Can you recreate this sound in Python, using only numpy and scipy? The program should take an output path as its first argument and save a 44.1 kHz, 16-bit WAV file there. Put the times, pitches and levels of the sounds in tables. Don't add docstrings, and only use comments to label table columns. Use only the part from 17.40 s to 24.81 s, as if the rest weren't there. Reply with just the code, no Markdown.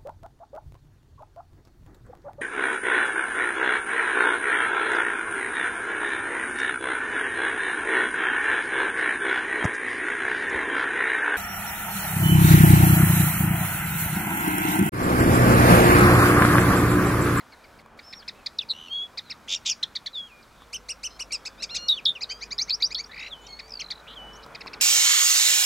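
import sys
import numpy as np
from scipy import signal
from scipy.fft import rfft, irfft
from scipy.io import wavfile
from scipy.ndimage import uniform_filter1d, map_coordinates

SR = 44100
rng = np.random.default_rng(int(sys.argv[2]) if len(sys.argv) > 2 else 0)


def gain_from_db(level_db):
    decades = np.asarray(level_db, float) / 20
    return 10 ** decades


def wav_record(signal):
    frames = np.transpose(np.atleast_2d(signal))
    bounded = np.clip(frames, -1, 1)
    quanta = np.round(bounded * 32767).astype(np.int16)
    wavfile.write(sys.argv[1], SR, quanta)


N = 326781
CLOCK = np.arange(N) / SR


def unit(x):
    return x / np.sqrt(np.mean(x ** 2) + 1e-20)


def along(points, hz):
    f, value = np.transpose(points)
    return np.interp(np.log(hz + 1), np.log(f + 1), value)


def wobble(rate, size=N):
    knots = rng.standard_normal(int(size * rate / SR) + 4)
    return map_coordinates(knots, [np.arange(size) * rate / SR])


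# f/Hz, left-right likeness (0-1)
COHERENCE = [(60, 1), (150, 0.81), (380, 0.68), (950, 1), (2380, 0.88), (5980, 0.95), (15000, 0.99)]


def rush(spectrum, patchy_db):
    z = signal.stft(rng.standard_normal((2, N + 512)), nperseg=512)[2]
    field = rng.standard_normal(z.shape[1:])
    field = uniform_filter1d(uniform_filter1d(field, 5, 0), 12, 1)
    pair = signal.istft(z * gain_from_db(patchy_db * unit(field)), nperseg=512)[1][:, :N]
    hz = np.fft.rfftfreq(N, 1 / SR)
    turn = np.arccos(np.clip(along(COHERENCE, hz), -1, 1)) / 2
    coloured = rfft(pair) * gain_from_db(along(spectrum, hz))
    mid, side = irfft(coloured * [np.cos(turn), np.sin(turn)], N)
    return unit(np.array([mid + side, mid - side]))


# t/s, level/dB
TRAFFIC_LEVEL = [(0.0, -54.5), (2.43, -55), (2.77, -57), (4.31, -53), (6.31, -54), (7.08, -48), (7.41, -47)]
# f/Hz, density level/dB per Hz
RUMBLE = [(12, -35), (20, 1), (70, 3), (110, -1.5), (140, -10), (240, -120)]
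TRAFFIC = [(53, -64), (125, -4.5), (225, -4.5), (389, -7.5), (429, -6), (764, -6.5), (1440, -6),
           (2050, -17), (2490, -13.5), (2600, -23), (3380, -19.5), (5720, -120)]
AIR = [(1060, -56), (1800, -6), (1970, -4.5), (3380, -10), (3600, -5), (4010, -6), (15500, -20.5)]


def traffic_and_air():
    traffic_db = np.interp(CLOCK, *np.transpose(TRAFFIC_LEVEL))
    noise = gain_from_db(-63.5) * rush(RUMBLE, patchy_db=0.0)
    noise += gain_from_db(traffic_db + 1.0) * rush(TRAFFIC, patchy_db=1.5)
    dropout = (CLOCK > 0.42) & (CLOCK < 0.573)
    hiss_db = -61.5 - 7.6 * dropout + 0.059 * (traffic_db + 43.5)
    return noise + gain_from_db(hiss_db) * rush(AIR, patchy_db=0.7)


# start t/s, end t/s, first f/Hz, last f/Hz, level/dB
DRONES = [(.3, 2.33, 224, 229, -65), (2.33, 3.1, 229, 226, -68), (3.22, 3.6, 468, 522, -61),
          (3.6, 4, 522, 538, -63), (4, 4.65, 538, 545, -62), (4.65, 5.2, 545, 510, -66),
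          (3.85, 4.65, 480, 490, -67), (4.65, 5.7, 486, 452, -65), (3.9, 5.7, 405, 415, -68),
          (6.2, 7.6, 440, 452, -62), (6.7, 7.6, 465, 455, -62), (6.75, 7.6, 415, 430, -63),
          (6.65, 7.15, 540, 578, -63), (6.2, 6.8, 572, 590, -65), (3.1, 7.6, 51, 50.5, -57)]


def engine_drones():
    hum = np.zeros(N)
    for start, end, first_hz, last_hz, db in DRONES:
        hz = np.interp(CLOCK, [start, end], [first_hz, last_hz])
        on = np.clip(np.minimum(CLOCK - start, end - CLOCK) / 0.04, 0, 1)
        swell_db = db + 3 * wobble(4.2)
        unsteady_hz = hz * (1 + 0.00308 * wobble(3.6)) + 1.48 * wobble(15)
        hum += on * gain_from_db(swell_db) * np.sin(2 * np.pi * np.cumsum(unsteady_hz) / SR)
    return hum


# f/Hz, level/dB
WINDPIPE = [(1500, -0.5), (2500, 1), (3800, 3), (5500, 2), (7000, -4.5), (9000, -11), (12000, -17.5),
            (16000, -20.5)]


def syrinx(song, t, hz, db, partials, rough=0.063):
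    size = len(t)
    turn = 2 * np.pi * np.cumsum(hz * (1 + 0.0038 * wobble(251.0, size))) / SR
    flicker_db = 0.7 + 0.08 * np.clip(-33 - np.max(db), 0, 30)
    tone = np.zeros(size)
    for k, level in partials:
        depth_db = flicker_db * np.sqrt(k) + 3.2 * (k * hz > 8500)
        flicker = depth_db * wobble(134.4 if k < 4 else 550, size)
        audible = k * hz < SR / 2.2
        tone += gain_from_db(level + along(WINDPIPE, k * hz) + flicker) * audible * np.sin(k * turn)
    place = song[round(t[0] * SR) + SR:][:size]
    place += gain_from_db(db) * (1 + rough * wobble(1500, size)) * tone


SINK_PER_DB, SINK_DB_PER_OCTAVE, SINK_HZ = 0.84, 13.5, 2500


def calls(song, rows, build, start, fall, overtones, undertones=()):
    rising, even_db, round_up, hold = build
    fall_hz, fall_share, fall_power = fall
    for s, length_ms, hz, db in rows:
        rise_ms, fall_ms = rising * length_ms, (1 - rising) * length_ms
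        low_db = SINK_DB_PER_OCTAVE * np.log2(hz / SINK_HZ) - SINK_PER_DB * (db - even_db)
        end = fall_hz / hz + fall_share
        t = s + np.arange(-rise_ms * SR // 1000, fall_ms * SR // 1000) / SR
        away = np.where(t < s, (s - t) / rise_ms, (t - s) / fall_ms) * 1000
        bend = np.where(t < s, (1 - start) * away ** round_up, (1 - end) * away ** fall_power)
        smooth_hz = uniform_filter1d(hz * (1 - bend), 100)
        climb = np.where(t < s, away, -away)
        bright = [(k, level + (k - 2) * 6.0 * climb) for k, level in overtones]
        broken = []
        for k, level, growth in undertones:
            grown_db = level + growth * (s - ARCHES[0][0])
            broken.append((k, grown_db - 22 * np.abs(climb + 0.35)))
        breath_db = db - np.where(t < s, 20, 15) * away ** hold - 25 * away ** 16
        partials = [(1, low_db), (2, 0.031)] + bright + broken
        syrinx(song, t, smooth_hz, breath_db, partials, rough=0.044 + 0.013 * max(-20.5 - db, 0))


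# crest t/s, length/ms, crest f/Hz, 2nd harmonic level/dB
FAR_CHIPS = [
    (0.001, 21, 2316, -56),
    (0.124, 29, 2310, -54),
    (0.243, 23, 2420, -57),
    (0.389, 16, 2460, -59),
]


def far_chips(song):
    calls(song, FAR_CHIPS, (0.1, -50, 2.0, 5.5), 0.85, (0, 0.82, 0.9), [(2, -19)])


# f/Hz, t60/s
NEEDLES = [(1500, 0.11), (4000, 0.046), (7000, 0.078), (12000, 0.0078)]
ECHO_DB = -14.5
SLAP_S, SLAP_WIDTH_S, SLAP_DB = 0.0222, 0.001, -0.5


def needles(x):
    wet, step = np.zeros(N + SR), SR // 8
    for a in range(0, N, step):
        hz, t, z = signal.stft(rng.standard_normal(SR // 2), SR, nperseg=256)
        t60 = along(NEEDLES, hz)[:, None]
        decay = gain_from_db(-60 * t / t60) + gain_from_db(-20.0 - 60 * t / (5 * t60))
        tail = signal.istft(z * decay, SR, nperseg=256)[1]
        slap = np.exp(-((CLOCK[:len(tail)] - SLAP_S) / SLAP_WIDTH_S) ** 2)
        tail = tail * (1 + gain_from_db(SLAP_DB) * slap)
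        echo = signal.fftconvolve(x[a:a + step], tail / np.linalg.norm(tail))
        wet[a + 130:][:len(echo)] += echo
    return wet[:N]


# t/s, peak level/dB, f/Hz
KNOCKS = [
    (0.461, -41.5, 1110),
    (3.22, -38, 1140),
    (3.808, -39, 1190),
    (7.063, -33, 1010),
    (7.261, -31.5, 1090),
]


def knocks():
    out, t = np.zeros(N + SR), np.arange(SR // 20) / SR
    for s, db, hz in KNOCKS:
        puff = uniform_filter1d(rng.standard_normal(len(t)), 22)
        ring = np.sin(2 * np.pi * hz * t)
        out[round(s * SR):][:len(t)] += gain_from_db(db - 60 * t / 0.022) * (ring + 2 * puff)
    return out[:N]


# crest t/s, length/ms, crest f/Hz, 2nd harmonic level/dB
CHIPS = [(0.595, 15.7, 2440, -44), (0.733, 19.5, 2500, -40), (0.828, 20, 1765, -50.5),
         (0.887, 24, 2640, -31), (1.067, 18, 2550, -27.5), (1.784, 28, 2564, -30.5), (1.911, 37, 2793, -33),
         (2.435, 19.3, 2153, -21.5), (2.562, 25.6, 2405, -27), (2.669, 25, 2317, -29.5),
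         (6.198, 23.3, 2576, -38.5), (6.409, 40, 3270, -34), (6.514, 29, 2450, -28.5),
         (7.154, 20, 2650, -40.5), (7.213, 21.4, 2766, -40), (7.275, 22, 2724, -38),
         (7.339, 21, 2796, -38.5), (7.408, 15, 2840, -42)]
# f/Hz, plus this share of its crest, power of the curve (under 1: quick at first)
CHIP_FALL = (980, .26, .55)


def chips(song):
    overtones = [(3, -17), (4, -21.0), (5, -29)]
    calls(song, CHIPS, (0.43, -41.5, 1.65, 2.66), 0.55, CHIP_FALL, overtones, [(2.9, -15, 0.0038)])


# share of the length, share of the pitch move, level over the peak/dB
FADE = [(0, 0, 1), (.4, .55, -3.5), (1, 1, -6)]
SWELL = [(0, 0, -14), (0.499, 0.43, 0.5), (1, 1, 0)]
BUILD = [(0, 0, -5), (.3, .6, 2.5), (.6, .85, 4), (1, 0.94, 1)]


def shaped(rows, shape):
    return [[(s + u * length, first + move * (last - first), db + under) for u, move, under in shape]
            for s, length, first, last, db in rows]


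ATTACK_S = 0.0016


def notes(song, tables, partials, flutters=None):
    for i, table in enumerate(tables):
        s, hz, db = np.transpose(table)
        t = np.arange(s[0] - 0.004, s[-1] + 0.0019, 1 / SR)
        size = len(t)
        hz, db = (uniform_filter1d(np.interp(t, s, c), 90) for c in (hz, db))
        db = db - 25 * (np.clip(s[0] - t, 0, 1) / ATTACK_S + np.clip(t - s[-1], 0, 1) / 0.007)
        rough = 0.03 + 0.03 * max(-42 - db.max(), 0)
        if flutters:
            rate, swing, rising, throb_db, second_db = flutters[i]
            beat = ((t - s[0]) * rate - rising + 0.22 * wobble(34, size)) % 1
            phase = np.interp(beat, [0, 1 - rising, 1], [0, 1, 2])
            trough = uniform_filter1d(np.sin(np.pi / 2 * phase) ** 0.94, 50)
            hz = hz * (1 + swing * (1 + 9 / rate * wobble(rate, size)) * (1.2 - 2 * trough))
            pulsed = throb_db > 16
            hz = hz * (1 + 0.4 * pulsed * trough ** 4)
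            db = db - throb_db * trough ** (0.5 + 1.2 * pulsed)
            second_db = second_db + swing * (58 * trough + 1600 / rate * wobble(rate, size))
            third_db = -15.5 + 0.16 * (db + 13.0)
            partials = [(1, 0), (2, second_db), (3, third_db), (4, second_db / 2 - 10)]
            rough = 1.1 * swing + 0.05
        syrinx(song, t, hz, db, partials, rough)


# t/s, f/Hz, level/dB
WHISTLES = [
    [(0.625, 4800, -63), (0.65, 5330, -56), (.68, 5380, -50), (0.71, 5200, -52), (0.782, 5590, -52.5),
     (0.805, 4600, -47), (0.82, 4080, -62)],
    [(.945, 2440, -66), (.97, 2700, -65), (1.03, 2500, -68), (1.07, 2400, -77)],
    [(1.186, 5700, -38.5), (1.19, 3940, -22), (1.195, 3590, -26), (1.203, 3420, -48)],
    [(1.197, 2550, -46), (1.206, 2770, -52), (1.213, 3560, -31), (1.218, 2800, -45)],
    [(1.494, 3120, -52), (1.512, 3200, -39), (1.53, 3260, -32.5), (1.55, 3343, -32), (1.595, 3306, -33),
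     (1.64, 3380, -35), (1.668, 3336, -46.5)],
    [(2.732, 4040, -49.5), (2.76, 3600, -35.5), (2.78, 3400, -34), (2.82, 3304, -40), (2.87, 3270, -49.5),
     (2.89, 2840, -64), (2.92, 2454, -52.5), (3.02, 2387, -63)],
    [(5.8, 3730, -49), (5.85, 3950, -51), (5.885, 4000, -51)],
    [(5.885, 4120, -57), (5.897, 4130, -59), (5.92, 3560, -43.5), (5.935, 3290, -37), (5.95, 3045, -51.5),
     (6.03, 2983, -59), (6.12, 3230, -59)],
    [(6.758, 3420, -53), (6.77, 3270, -42.5), (6.785, 3002, -46.5), (6.86, 2960, -46.5), (6.92, 2990, -55),
     (7.045, 2950, -63)],
]
# t/s, length/s, first f/Hz, last f/Hz, peak level/dB
FADING = [(3.028, 0.016, 4940, 3720, -58.5), (1.219, .017, 2870, 2380, -42),
          (3.908, 0.014, 2425, 2140, -42), (4.832, 0.012, 5060, 3820, -27), (5.8, 0.095, 6600, 7050, -60),
          (5.805, 0.085, 5700, 5820, -59), (6.015, 0.096, 6850, 7150, -60), (6.933, 0.024, 5460, 5480, -52)]
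SWELLING = [(1.83, 0.076, 4400, 3620, -59.5), (5.635, 0.013, 5870, 4520, -45.5),
            (5.657, 0.013, 5630, 5730, -53.5), (6.02, 0.056, 3370, 3860, -60.5),
            (6.27, 0.11, 2260, 2800, -62.5), (6.95, 0.022, 5360, 6550, -49)]


def whistles(song):
    tables = WHISTLES + shaped(FADING, FADE) + shaped(SWELLING, SWELL)
    notes(song, tables, [(1, 3.0), (2, -24.0), (3, -27.0)])


# t/s, length/s, first f/Hz, last f/Hz, peak level/dB
REEDY = [
    (1.218, 0.015, 3020, 2410, -49),
    (3.908, 0.031, 2300, 1980, -49),
]
# t/s, f/Hz, level/dB
REED = [(6.067, 3110, -44), (6.078, 2180, -52.5), (6.13, 2170, -45), (6.16, 2180, -55), (6.22, 2224, -54),
        (6.29, 2380, -62)]


def reedy_notes(song):
    notes(song, shaped(REEDY, FADE) + [REED], [(1, -7), (2, 3.0), (3, -13)])


CRESTS = [
    [2.086, 2.097, 2.107, 2.118, 2.129, 2.14, 2.152],
    [2.258, 2.269, 2.28, 2.291, 2.302],
    [5.715, 5.731, 5.745, 5.761, 5.778, 5.795, 5.811, 5.829, 5.847, 5.865, 5.882],
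    [4.67, 4.683, 4.696, 4.708, 4.719],
    [4.503, 4.517, 4.53, 4.544],
    [1.291, 1.297, 1.3035, 1.3105, 1.3175, 1.326],
]
STRENGTHS = [
    [-2, -1.3, 0.51, 0.41, 1, 0.32, -1.1],
    [-5, 4.7, 2, 0.5, 1.3],
    [1, -1, 3, -4, 3, 1, 2, 1, 0.1, -1, -4],
    [0.47, -1.8, 3.2, -1, -1],
    [0.1, -1.3, 1, -2.2],
    [-7, -7, 3, 5.5, 4, -8],
]
# trough f/Hz, crest f/Hz, level/dB, 2nd harmonic level/dB
WARBLES = [
    [(1996, 3600, -32, -9), (2100, 3900, -22, -3.5)],
    [(2020, 4200, -29.5, -5.5), (2144, 3500, -24.5, 3.5)],
    [(1690, 2000, -48, -11), (1910, 2940, -34.5, -22.5)],
    [(3236, 3830, -15, -29), (3210, 3650, -29.5, -45)],
    [(3695, 3900, -16, -34), (3390, 3520, -25, -40)],
    [(4000, 4900, -28, -33), (3500, 4050, -21, -30)],
]
# rising share, throb/dB, power of the trend, roughness (0-1), height halfway up and halfway down (share)
BEATS = [(.55, 14, .5, .18, .6, .55), (.55, 12, .8, .18, .62, .55), (.22, 5, .45, .38, .6, .38),
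         (.86, 6, 1.5, .03, .75, .4), (.84, 2.5, 2.2, .03, .95, .5), (.5, 13, .5, .05, .62, .55)]
# 2nd gain on the climb/dB, its unevenness/dB, 3rd level/dB, 3rd loss/dB per kHz of pitch,
# 2nd level in the tail/dB, haze of the 4th and 5th/dB
COLOURS = [(6, 2, -7, 26, 8, -24), (3, 1.5, -7, 26, 11, -25), (-5, 5, -28, 0, -16, -30),
           (0, 3, -19, 0, -40, -30), (0, 4, -16, 0, -38, -30), (0, 3, -34, 0, -30, -30)]
# t/s, f/Hz, level/dB
EDGES = [([(2.077, 2070, -40)], [(2.157, 2690, -47), (2.161, 2880, -34), (2.172, 2500, -51),
         (2.18, 2260, -59)]), ([(2.25, 2040, -47)], [(2.3065, 2500, -40), (2.311, 2980, -35),
         (2.32, 2576, -35.5), (2.332, 2270, -46.5), (2.338, 2320, -66)]), ([(5.695, 1780, -48)],
         [(5.888, 2300, -65)]), ([(4.651, 6000, -56), (4.654, 5380, -27), (4.658, 4030, -14.5)],
         [(4.722, 3500, -56), (4.75, 3650, -71)]), ([(4.481, 6340, -49), (4.484, 5650, -21.5),
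         (4.488, 4260, -18)], [(4.548, 3460, -37), (4.564, 3550, -48)]), ([(1.285, 5100, -62)],
         [(1.33, 4000, -53)])]


def warbles(song):
    phrases = zip(CRESTS, STRENGTHS, WARBLES, BEATS, COLOURS, EDGES)
    for crests, strengths, (first, last), beat, colour, (lead, tail) in phrases:
        rising, throb_db, power, rough, up, down = beat
        climb_db, uneven_db, third_db, loss_db, tail_db, haze_db = colour
        way = np.linspace(0, 1, len(crests))[:, None] ** power
        trend = first + way * np.subtract(last, first)
        gaps = np.diff(crests, prepend=2 * crests[0] - crests[1])
        rows = list(lead)
        for s, gap, more_db, (low_hz, high_hz, db, _) in zip(crests, gaps, strengths, trend):
            db, span = db + more_db, high_hz - low_hz
            if s > crests[0]:
                rows.append((s - (1 + rising) * gap / 2, low_hz + down * span, db - throb_db / 2))
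            rows.append((s - rising * gap, low_hz, db - throb_db))
            rows.append((s - rising * gap / 2, low_hz + up * span, db - 0.47 * throb_db))
            rows.append((s, high_hz * (1 + 0.011 * rng.standard_normal()), db))
        s, hz, db = np.transpose(sorted(rows + tail))
        t = np.arange(s[0], s[-1], 1 / SR)
        hz, db = (uniform_filter1d(np.interp(t, s, c), size=60, mode="nearest") for c in (hz, db))
        climb = uniform_filter1d(np.sign(np.gradient(hz)), size=90)
        beating = np.clip((crests[-1] - t) / 0.004 + 1, 0, 1) * np.clip((t - crests[0]) / 0.008 + 0.6, 0, 1)
        depth = (hz.max() - hz) / np.ptp(hz)
        lift_db = beating * (0.8 * throb_db * depth + climb_db * climb)
        octave_db = np.interp(t, [crests[0], crests[-1], crests[-1] + 0.005], [first[3], last[3], tail_db])
        second_db = octave_db + lift_db + uneven_db * wobble(66.2, len(t))
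        haze = [(k, second_db + haze_db + 7 * beating * wobble(900, len(t))) for k in (4, 5)]
        high_loss_db = loss_db * np.clip(hz / 1000 - 2.9, 0, 9)
        partials = [(1, 0), (2, second_db), (3, third_db - high_loss_db)] + haze
        syrinx(song, t, hz, db, partials, rough)


# t/s, centre f/Hz, level/dB
DIVES = [
    [(1.334, 2760, -42.5), (1.40, 2960, -38.5), (1.46, 2920, -40.5), (1.488, 2740, -38)],
    [(6.668, 2180, -53), (6.68, 3340, -49), (6.745, 3620, -52)],
]
# beats per s, pitch swing share, rising share of a beat, throb/dB, 2nd harmonic level/dB
SHAKE = [
    (81, .02, .5, 18, -13),
    (126.2, 0.18, 0.55, -6, -43),
]


def pulsed_notes(song):
    notes(song, DIVES, None, SHAKE)


# t/s, length/s, first f/Hz, last f/Hz, peak level/dB
TRILLS = [
    (1.455, 0.14, 4300, 4380, -55),
    (7.025, 0.023, 4660, 4580, -52.5),
    (3.16, 0.088, 3520, 3490, -59.5),
    (4.998, 0.07, 5300, 5500, -55),
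    (2.74, .06, 4500, 4800, -56),
]
# beats per s, pitch swing share, rising share of a beat, throb/dB, 2nd harmonic level/dB
FLUTTER = [(48.5, 0.0081, 0.44, 5, -23), (136, 0.22, 0.97, 2, -34), (175, 0.1, 0.27, 6, -28),
           (270, 0.18, 0.57, 1, -30), (280, 0.13, 0.39, 4, -32)]


def trills(song):
    notes(song, shaped(TRILLS, BUILD), None, FLUTTER)


# crest t/s, length/ms, crest f/Hz, 2nd harmonic level/dB
ARCHES = [
    (3.352, 49, 3124, -32),
    (3.508, 44.4, 2916, -30.5),
    (3.657, 51.4, 3080, -30.5),
    (3.814, 43.4, 2974, -32),
    (4.069, 35, 2650, -33.5),
]
LEANING = [(3.934, 50.6, 2866, -27)]
POINTED = [
    (4.235, 33, 2810, -30.5),
    (4.361, 40, 2770, -28.5),
]


def arches(song):
    overtones = [(3, -3.5), (4, -12.5), (5, -20.5)]
    undertones = [(1.5, -35.0, 34.3), (2.5, -26.5, 30.4)]
    shapes = ((ARCHES, 0.54, 1.45, 1.6), (LEANING, 0.33, 1.4, 1.1), (POINTED, 0.45, 0.95, 0.7))
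    for rows, rising, round_up, curve in shapes:
        calls(song, rows, (rising, -41, round_up, 3.5), 0.59, (0, 0.78, curve), overtones, undertones)


# t/s, length/s, first f/Hz, last f/Hz, peak level/dB
FAR_NASAL = [(3.705, 0.072, 1020, 1053, -52.5)]


def far_nasal(song):
    notes(song, shaped(FAR_NASAL, FADE), [(3, -9), (4, -7), (5, -4), (6, -15)])


# t/s, length/s, first f/Hz, last f/Hz, peak level/dB
NASAL = [(3.91, 0.25, 1054, 1160, -66)]
GRUNT = [(4.178, 0.051, 1163, 1480, -44)]
# t/s, f/Hz, level/dB
DRAWL = [(4.292, 1088, -44.5), (4.31, 1387, -39), (4.33, 1406, -39), (4.48, 1430, -42.5),
         (4.57, 1480, -51.5)]
THREAD = [(4.891, 1494, -48), (4.901, 1541, -33.5), (4.925, 1567, -35), (4.94, 1575, -46),
          (5.02, 1647, -60)]


def nasal_notes(song):
    tables = [DRAWL, THREAD] + shaped(NASAL, FADE) + shaped(GRUNT, SWELL)
    notes(song, tables, [(1, -16.5), (2, -7), (3, 0.0), (4, -9.5), (5, -22), (6, -25)])


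# t/s, f/Hz, level/dB
STOOPS = [
    [(4.565, 3450, -41), (4.578, 3180, -35), (4.59, 2680, -36), (4.603, 2280, -45)],
    [(4.752, 3150, -43), (4.762, 2770, -36), (4.781, 2360, -45)],
]


def stoops(song):
    notes(song, STOOPS, [(1, 1.0), (2, -17.5), (3, -25)])


# crest t/s, length/ms, crest f/Hz, 2nd harmonic level/dB
TWITTERS = [(4.829, 24, 2594, -33), (4.924, 31, 2525, -34), (5.042, 37, 2500, -35.5),
            (5.133, 29, 2450, -31.5), (5.219, 40, 2388, -32), (5.309, 39, 2566, -41), (5.43, 34, 2505, -40),
            (5.53, 29, 2520, -34.5), (5.611, 37, 2370, -31)]


def twitters(song):
    calls(song, TWITTERS, (0.99, -38.5, 1.5, 3.0), 0.68, (0, 0.75, 1.9), [(2.866, -6.0)], [(2.88, -23, 0.004)])


# t/s, f/Hz, level/dB
HOOKS = [
    [(5.182, 5010, -28), (5.185, 5340, -31), (5.1895, 3680, -24.5), (5.192, 3560, -46),
     (5.195, 4035, -24.5), (5.205, 4410, -33), (5.215, 4720, -23.5), (5.232, 6400, -26.5),
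     (5.238, 6300, -52)],
    [(5.297, 5370, -23.5), (5.301, 3700, -30), (5.304, 2760, -47), (5.307, 4220, -19), (5.311, 4530, -26),
     (5.316, 3740, -26), (5.32, 4350, -31), (5.34, 4860, -23.5), (5.354, 5780, -29.5)],
    [(5.423, 5230, -25), (5.4275, 3540, -18.5), (5.433, 4700, -22.5), (5.447, 4694, -20),
     (5.453, 5170, -23), (5.475, 6050, -36)],
    [(5.547, 5330, -24.5), (5.553, 3140, -27.5), (5.559, 4250, -32), (5.58, 4500, -35.5), (5.6, 4600, -38)],
]


def hooks(song):
    notes(song, HOOKS, [(1, 2.0), (2, -26.5), (3, -17.5)])


RATTLE = [6.282, 6.296, 6.308, 6.323, 6.34, 6.357, 6.375, 6.396, 6.421, 6.446, 6.465, 6.489, 6.535, 6.558,
          6.581, 6.602]
RATTLE_FIRST_HZ, RATTLE_LAST_HZ, RATTLE_SAG_S = 6000, 3950, 0.073
RATTLE_DB, RATTLE_SWELL_S, SWELL_DB, FADE_DB_PER_S = -33.5, 0.044, 17, 64


def rattle(song):
    for s in RATTLE:
        age = s - RATTLE[0]
        hz = RATTLE_LAST_HZ + (RATTLE_FIRST_HZ - RATTLE_LAST_HZ) * np.exp(-age / RATTLE_SAG_S)
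        db = RATTLE_DB - max(SWELL_DB * (1 - age / RATTLE_SWELL_S), FADE_DB_PER_S * (age - RATTLE_SWELL_S))
        half = 0.005 * (4000 / hz) ** 1.7
        t = s + np.arange(-half, half, 1 / SR)
        drop = 0.13 * ((hz / 5500) ** 3 - 0.55) * 2 * ((s - t) / half)
        syrinx(song, t, hz * (1 + drop), db - 18 * ((t - s) / half) ** 4, [(0.99, 0.91)])


def birds():
    song = np.zeros(N + 2 * SR)
    for voice in (far_chips, chips, whistles, reedy_notes, warbles, pulsed_notes, trills, arches,
                  far_nasal, nasal_notes, stoops, twitters, hooks, rattle):
        voice(song)
    return song[SR:SR + N]


def scene():
    song = birds()
    background = traffic_and_air() + engine_drones()
    return song + gain_from_db(ECHO_DB) * needles(song) + knocks() + background


def roll_off(x):
    return signal.sosfilt(signal.butter(12, 16460, fs=SR, output="sos"), x)


def record(dry):
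    above = np.fft.rfftfreq(N, 1 / SR) > 15830
    limited = irfft(rfft(dry) * gain_from_db(-25 * above), N)
    return roll_off(limited)


dry = scene()
out = record(dry)
wav_record(out)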